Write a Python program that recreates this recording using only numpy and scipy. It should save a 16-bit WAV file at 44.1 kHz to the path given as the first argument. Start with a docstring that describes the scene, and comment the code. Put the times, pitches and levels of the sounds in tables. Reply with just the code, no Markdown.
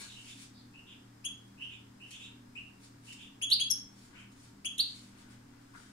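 """A caged goldfinch sings in a tiled room, close to a stereo microphone.
Its syrinx makes near-pure tones: a few loud, fast-gliding calls up front, and between them
soft whistles and trilled churrs that reach the microphone mostly off the walls.
Feathers rustle, beak and claws tick on the cage, and dull shuffles and knocks come from
further off to the left, all over a household motor's hum, a faint whine and room tone."""
import sys
import numpy as np
from scipy import signal
from scipy.fft import rfft, irfft, next_fast_len
from scipy.io import wavfile

SR = 44100
rng = np.random.default_rng(int(sys.argv[2]) if len(sys.argv) > 2 else 0)


def materialize(psi):
    """Save the field psi as 16-bit PCM at rate SR to the path in sys.argv[1].

    A 1-D psi becomes a single channel; in a 2-D psi each row is a channel.
    """
    bounded = np.clip(np.atleast_2d(psi).T, -1, 1)
    quanta = np.round(bounded * 32767).astype(np.int16)
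    wavfile.write(sys.argv[1], SR, quanta)


N = 261072


def amp(db):
    return 10 ** (np.asarray(db) / 20)


def evened(x):
    return x / np.sqrt(np.mean(x ** 2) + 1e-20)


def read(points, hz):
    f, value = np.transpose(points)
    return np.interp(np.log(hz + 1), np.log(f + 1), value)


def add(mix, s, sound):
    part = mix[max(round(s * SR), 0):][:len(sound)]
    part += sound[:len(part)]


def colour(x, points, lag=None):
    """Filters by a (Hz, dB) curve, with an optional (Hz, s) curve of delay."""
    size = next_fast_len(x.shape[-1] + SR // 10)
    hz = np.fft.rfftfreq(size, 1 / SR)
    delay = np.exp(-2j * np.pi * hz * read(lag, hz)) if lag else 1
    return irfft(rfft(x, size) * amp(read(points, hz)) * delay, size)[..., :x.shape[-1]]


def wander(rate_hz):
    """Random drift of unit RMS, up to about the given rate."""
    size = next_fast_len(N)
    hz = np.fft.rfftfreq(size, 1 / SR)
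    return evened(irfft(rfft(rng.standard_normal(size)) * np.exp(-(hz / rate_hz) ** 2), size)[:N])


def swells(rows):
    """Power over time of movements that swell and fade smoothly."""
    t = np.arange(N) / SR
    return sum(amp(db) ** 2 * np.exp(-((t - s) / half) ** 2) for s, half, db in rows)


def rustles(tick_power, grain_db=4.0, body_db=-10.5):
    """Grainy friction noise: bright for feathers and ticks, dull for shuffles and the feathers' body."""
    # near feathers and far shuffles: (peak time [s], half length [s], level [dB])
    feathers = [(-.019, 0.044, -46), (.156, 0.13, -61), (.28, 0.045, -59), (.403, 0.031, -54.5),
                (2.125, 0.042, -66), (2.222, .034, -68), (2.837, 0.019, -59.5), (3.085, 0.03, -57),
                (3.204, 0.041, -65.5), (4.02, 0.054, -64.5), (4.424, 0.043, -62.5), (4.95, 0.095, -61.5),
                (5.2, 0.024, -64), (5.309, 0.016, -65), (5.803, 0.083, -66)]
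    shuffles = [(-.019, 0.052, -48.5), (4.157, 0.045, -57), (5.23, 0.1, -61), (5.536, 0.053, -65.5),
                (5.803, 0.094, -62)]
    # friction spectra: (frequency [Hz], gain [dB])
    bright_colour = [(100, -33.5), (1000, -42), (2200, -1), (4000, 0), (7000, 2), (9300, 0.5), (11500, -11),
                     (15500, -19.5)]
    dull_colour = [(100, -4), (600, -7), (1000, -6.5), (1500, 2.5), (2200, -6.5), (4000, -13.5),
                   (15000, -39)]
    feather_power = swells(feathers)
    dull_power = swells(shuffles) + amp(body_db) ** 2 * feather_power
    bright_grain, dull_grain = rng.standard_normal((2, N)) * amp(grain_db * wander(300))
    bright = np.sqrt(feather_power + tick_power) * evened(colour(bright_grain, bright_colour))
    dull = np.sqrt(dull_power) * evened(colour(dull_grain, dull_colour))
    return bright, dull


def motor_hum(waver_hz=7):
    """A household motor's low tones, dead centre, each wavering in strength and phase."""
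    # motor tones: (frequency [Hz], level [dB], wavering [share])
    tones = [(83.3, -75.5, .6), (117.4, -62.5, 0.31), (152, -77, .8), (198.8, -65, 0.65), (244, -65.5, .9),
             (276.4, -66, 0.82), (296, -72.5, 0.44), (926, -84, .8)]
    t = np.arange(N) / SR
    out = np.zeros(N)
    for hz, db, waver in tones:
        sway = 1 + waver * (wander(waver_hz) + 1j * wander(waver_hz))
        out += amp(db) * evened((sway * np.exp(2j * np.pi * hz * t)).real)
    return out


def whine(waver_hz=110):
    """Faint electrical whine: narrow, slightly fuzzy tones, unrelated left and right."""
    # high tones: (frequency [Hz], level [dB])
    tones = [(4240, -96.5), (5080, -81), (7620, -85.5)]
    t = np.arange(N) / SR
    out = np.zeros((2, N))
    for channel in out:
        for hz, db in tones:
            fuzz = wander(waver_hz) + 1j * wander(waver_hz)
            channel += amp(db) * evened((fuzz * np.exp(2j * np.pi * hz * t)).real)
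    return out


def room_tone(level_db=-61):
    """The room's still air: steady noise, alike in both channels only in the bass."""
    # noise spectrum: (frequency [Hz], relative density [dB])
    spectrum = [(25, -2), (60, -6), (110, -6), (170, -3.5), (260, -2), (390, -6), (600, -13.5), (950, -12),
                (1600, -13.5), (2800, -21.5), (5000, -21.5), (8500, -24), (11500, -30.5), (15500, -32)]
    # likeness of the channels: (frequency [Hz], correlation [-1 to 1])
    correlation = [(30, 0.97), (130, 1), (280, 0.63), (500, -0.42), (1000, -0.00085), (3000, 0.067),
                   (15000, -0.074)]
    # stereo balance: (frequency [Hz], left minus right [dB])
    balance = [(100, 0.5), (500, 3), (1200, 4), (2200, 5), (3300, -3.5), (6000, 0), (10000, 2),
               (15000, -0.5)]
    hz = np.fft.rfftfreq(N, 1 / SR)
    common, separate = rfft(rng.standard_normal((2, N)))
    same = np.clip(read(correlation, hz), -1, 1)
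    tilt = amp(read(balance, hz) / 2)
    pair = np.array([common * tilt, (same * common + np.sqrt(1 - same ** 2) * separate) / tilt])
    return amp(level_db) * evened(irfft(pair * amp(read(spectrum, hz)), N))


def syrinx(hz, overtones_db, beak, fourth_db=-3, slack_hz=2750):
    """A near sine tuned by the throat; overtones escape through the beak, the fourth at low pitch."""
    # throat's response: (frequency [Hz], gain [dB])
    throat = [(2000, 0), (2600, -5.5), (3300, -6.5), (4100, -1), (4900, 0), (5600, -2), (6500, 11.5)]
    phase = 2 * np.pi * np.cumsum(hz) / SR
    second, third, fourth = (amp(read(beak, k * hz)) * (k * hz < SR / 2) * np.sin(k * phase)
                             for k in (2, 3, 4))
    slack = 1 / (1 + (hz / slack_hz) ** 10)  # slack membranes clap together and sound richer
    overtones = second + third + amp(fourth_db) * slack * fourth
    return np.sqrt(2) * (amp(read(throat, hz)) * np.sin(phase) + amp(overtones_db) * overtones)


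def soft_note(length, pitch_hz, rise, warble, overtones_db, arch=0.048):
    """A soft note whose pitch slides in a slight arch, shaken by the warble."""
    # half-shut beak's response: (frequency [Hz], gain [dB])
    beak = [(4200, -14), (5200, -12), (6000, -5), (7400, 1.5), (8200, -12), (9200, -3.5), (10200, -12),
            (13000, -25), (16000, -32)]
    progress = np.linspace(0, 1, int(length * SR))
    bow = np.sin(np.pi * progress)
    contour_hz = pitch_hz * (1 + rise * (progress - .5)) * (1 + arch * (bow - 2 / np.pi))
    hz = contour_hz * (1 + warble[:len(progress)])
    return abs(bow) ** 0.098 * evened(syrinx(hz, overtones_db, beak))


def subsong(trill_hz=110, uneven=.3, rasp=0.392, churr_s=0.072):
    """One fast, uneven trill barely stirs the soft whistles and shakes the buzzy churrs deeply."""
    # whistles: (time [s], length [s], pitch [Hz], level [dB], overtones [dB])
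    whistles = [(.002, 0.037, 4110, -52.5, -25), (0.152, 0.044, 2870, -51.5, -24),
                (0.735, 0.063, 2770, -54.5, -24), (1.574, 0.037, 2780, -55, -23),
                (1.606, 0.039, 2893, -39.5, -29), (1.999, 0.0574, 2813, -51, -22.5),
                (2.554, 0.035, 2720, -42, -27.5), (3.07, .056, 2864, -50.5, -30)]
    # churrs, most answering a whistle: (time [s], pitch [Hz], rise [share], level [dB], overtones [dB])
    churrs = [(.07, 3350, 0.024, -53.5, -14), (.256, 3060, 0.14, -52.5, -10.5),
              (.538, 4160, -0.15, -62.5, -28), (0.86, 3087, 0.012, -54.5, -24),
              (1.686, 3035, 0.017, -53.5, -22), (2.102, 3000, .08, -50, -17),
              (2.188, 3132, 0.115, -49.5, -16), (3.178, 3037, 0.047, -52, -26),
              (4.151, 2710, 0.051, -55.5, -16)]
    whistle_rise, whistle_warble, churr_warble = .075, 0.055, 0.159  # shares of the pitch
    out, shake = np.zeros(N), wander(426)
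    trill_phase = 2 * np.pi * np.cumsum(trill_hz * (1 + uneven * wander(79.8))) / SR
    trill = np.clip(np.sin(trill_phase) + rasp * shake, -1.4, 1)
    for s, length, hz, db, overtones_db in whistles:
        warble = whistle_warble * trill[int(s * SR):]
        add(out, s, amp(db) * soft_note(length, hz, whistle_rise, warble, overtones_db))
    for s, hz, rise, db, overtones_db in churrs:
        warble = churr_warble * trill[int(s * SR):]
        add(out, s, amp(db) * soft_note(churr_s, hz, rise, warble, overtones_db))
    return out


def glide(length, start_hz, goal_hz, glide_s, bend):
    """Pitch that slides fast towards its goal; a bend over 1 starts slowly."""
    t = np.arange(int(length * SR)) / SR
    return goal_hz + (start_hz - goal_hz) * np.exp(-(t / glide_s) ** bend)


def loud_note(hz, shake, attack_s, db, overtones_db, jitter=0.0092, onset_rasp=1.9, rasp_s=0.0073):
    """Air pressure swells and is cut off as the syrinx sounds; onsets and low pitches are rough."""
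    # beak's response: (frequency [Hz], gain [dB])
    beak = [(4500, 3.5), (5500, -12.5), (6200, -5), (6700, 2.5), (7300, -8), (8400, -18), (9400, 0),
            (10100, -14), (11000, -4.5), (11800, -12.5), (12600, -16.5), (13400, -11), (14500, -28),
            (16000, -26.5)]
    t = np.arange(len(hz)) / SR
    roughness = jitter * (2700 / hz) ** .6 * (1 + onset_rasp * np.exp(-t / rasp_s))
    hz = hz * (1 + roughness * shake[rng.integers(N // 2):][:len(hz)])
    peak_s = min(attack_s, .9 * t[-1])
    pressure = np.sin(np.interp(t, [0, peak_s, t[-1]], [0, np.pi / 2, np.pi]))
    # the overtones stay level however loud the note
    return amp(db) * pressure * syrinx(hz, overtones_db - db, beak)


def tinks(shake):
    """Close "tink" calls: one quick scoop up to a held pitch."""
    # calls: (time [s], length [s], level [dB], attack [s])
    calls = [(1.242, 0.03, -33, 0.017), (3.414, 0.043, -29, .016), (3.592, 0.044, -26, 0.02),
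             (4.646, 0.028, -31, 0.012)]
    out = np.zeros(N)
    for s, length, db, attack_s in calls:
        scoop = glide(length, start_hz=2392, goal_hz=3340, glide_s=.0073, bend=1.67)
        add(out, s, loud_note(scoop, shake, attack_s, db, overtones_db=-34))
    return out


def cage_ticks(rise_s=0.0019):
    """Power over time of beak and claws on the cage: tiny scrapes that swell and die."""
    # scrapes: (time [s], level [dB])
    ticks = [(1.476, -64), (2.107, -42.5), (3.124, -43.5), (4.316, -61.5), (5.183, -60), (5.613, -59.5)]
    age = np.arange(SR // 10) / SR / rise_s
    power = np.zeros(N)
    for s, db in ticks:
        add(power, s, (amp(db) * age * np.exp(1 - age)) ** 2)
    return power


def zips(shake, flick_s=0.011, flick_gain_db=-11.5, sweep_delay_s=.0065):
    """Close "zip" calls: the pitch flicks down, then sweeps loudly upward."""
    # calls: (time [s], sweep length [s], sweep glide time [s], level [dB])
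    calls = [(3.499, 0.043, 0.024, -19), (4.779, 0.029, 0.02, -21.5)]
    out = np.zeros(N)
    for s, length, glide_s, db in calls:
        flick = glide(flick_s, start_hz=3990, goal_hz=2670, glide_s=.0056, bend=2.6)
        sweep = glide(length, start_hz=2660, goal_hz=5490, glide_s=glide_s, bend=.93)
        add(out, s, loud_note(flick, shake, flick_s / 2, db + flick_gain_db, overtones_db=-34))
        add(out, s + sweep_delay_s, loud_note(sweep, shake, attack_s=0.018, db=db, overtones_db=-32))
    return out


def tsee(shake, at_s=3.7, attack_s=0.0089, upper_delay_s=0.0062, upper_s=0.01, upper_hz=6350):
    """A high "tsee" in two voices: one side of the syrinx falls, the other joins on a steady pitch."""
    falling = glide(length=0.031, start_hz=5840, goal_hz=5320, glide_s=0.0138, bend=1.43)
    upper = np.full(int(upper_s * SR), upper_hz)
    out = np.zeros(N)
    add(out, at_s, loud_note(falling, shake, attack_s, db=-22.5, overtones_db=-26.5))
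    add(out, at_s + upper_delay_s, loud_note(upper, shake, attack_s, db=-32.5, overtones_db=-65))
    return out


def knocks(rise_s=0.0064):
    """Soft scuffing blows on a hollow body, well off the microphone."""
    # blows: (time [s], level [dB])
    blows = [(4.159, -57), (5.733, -41.5)]
    # body resonances: (frequency [Hz], gain [dB])
    body = [(300, -27), (700, -20), (950, -1.5), (1150, -3), (1430, 12), (1650, -2.5), (2100, -14),
            (4000, -40), (15000, -50)]
    age = np.arange(SR // 8) / SR / rise_s
    force = np.zeros(N)
    for s, db in blows:
        add(force, s, amp(db) * age * np.exp(1 - age))
    return force * evened(colour(rng.standard_normal(N), body))


def direct(x):
    """The straight path reaches the microphone's left side first and with more treble."""
    # response on each side: (frequency [Hz], gain [dB])
    left = [(2500, 7), (3300, -13), (4400, -1.5), (5600, 0), (6600, -4), (10000, 5), (14000, 3)]
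    right = [(2500, 2), (3300, 0.5), (4400, 0), (5600, -12), (6600, -16.5), (10000, -16), (14000, -10.5)]
    # right side's lag, bent by a bounce off the near wall: (frequency [Hz], delay [s])
    right_lag = [(2800, .0006), (3350, .00064), (4100, .00052), (4600, .00046), (5500, .00054),
                 (6600, .00058), (9600, .00063), (12000, .00061)]
    return np.array([colour(x, left), colour(x, right, right_lag)])


def room(x, gap_s=0.002, early_s=0.0091):
    """Tiled walls: dense reflections, strongest at first, each band dying at its own speed."""
    # reverberation: (frequency [Hz], time to fall 60 dB [s])
    t60 = [(1000, 0.23), (3200, 0.42), (5500, 0.37), (10000, 0.26), (15000, 0.18)]
    hz, frame_s, bands = signal.stft(rng.standard_normal((2, SR)), SR, nperseg=256)
    decay = amp(-60 * frame_s / read(t60, hz)[:, None])
    tail = signal.istft(bands * decay, SR, nperseg=256)[1]
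    t = np.arange(tail.shape[1]) / SR
    tail *= np.clip(t / gap_s - 1, 0, 1) * (1 + np.exp(-t / early_s))
    tail /= np.linalg.norm(tail, axis=1, keepdims=True)
    return signal.fftconvolve(x[None], tail, axes=1)[:, :N]


def scene():
    """Close calls, echoing subsong and small noises share one room; paired gains are left, right."""
    # colour of the loud calls' echo: (frequency [Hz], gain [dB])
    echo_colour = [(1000, 0), (2900, 7), (3400, 2.5), (4200, -2), (4800, -6), (5600, -4), (6600, -11),
                   (10000, -2.5), (14000, -6)]
    shake = wander(2270)  # pitch jitter of the loud calls
    loud = tinks(shake) + zips(shake) + tsee(shake)
    soft = subsong()
    bright, dull = rustles(cage_ticks())
    song = direct(loud) + amp(-1.5) * room(colour(loud, echo_colour))
    twitter = amp(-12.5) * direct(soft) + amp([[-1], [.5]]) * room(soft)
    near_stir = amp(-3) * direct(bright) + amp(1.5) * room(bright)
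    far_stir = amp([[0], [-7]]) * room(dull + knocks())
    return song + twitter + near_stir + far_stir + motor_hum() + whine() + room_tone()


def record(dry):
    """The recorder's band limit."""
    edge_hz = 15700
    lowpass = signal.firwin(511, edge_hz, window=("kaiser", 9), fs=SR)
    return signal.oaconvolve(dry, lowpass[None], "same")


dry = scene()
out = record(dry)
materialize(out)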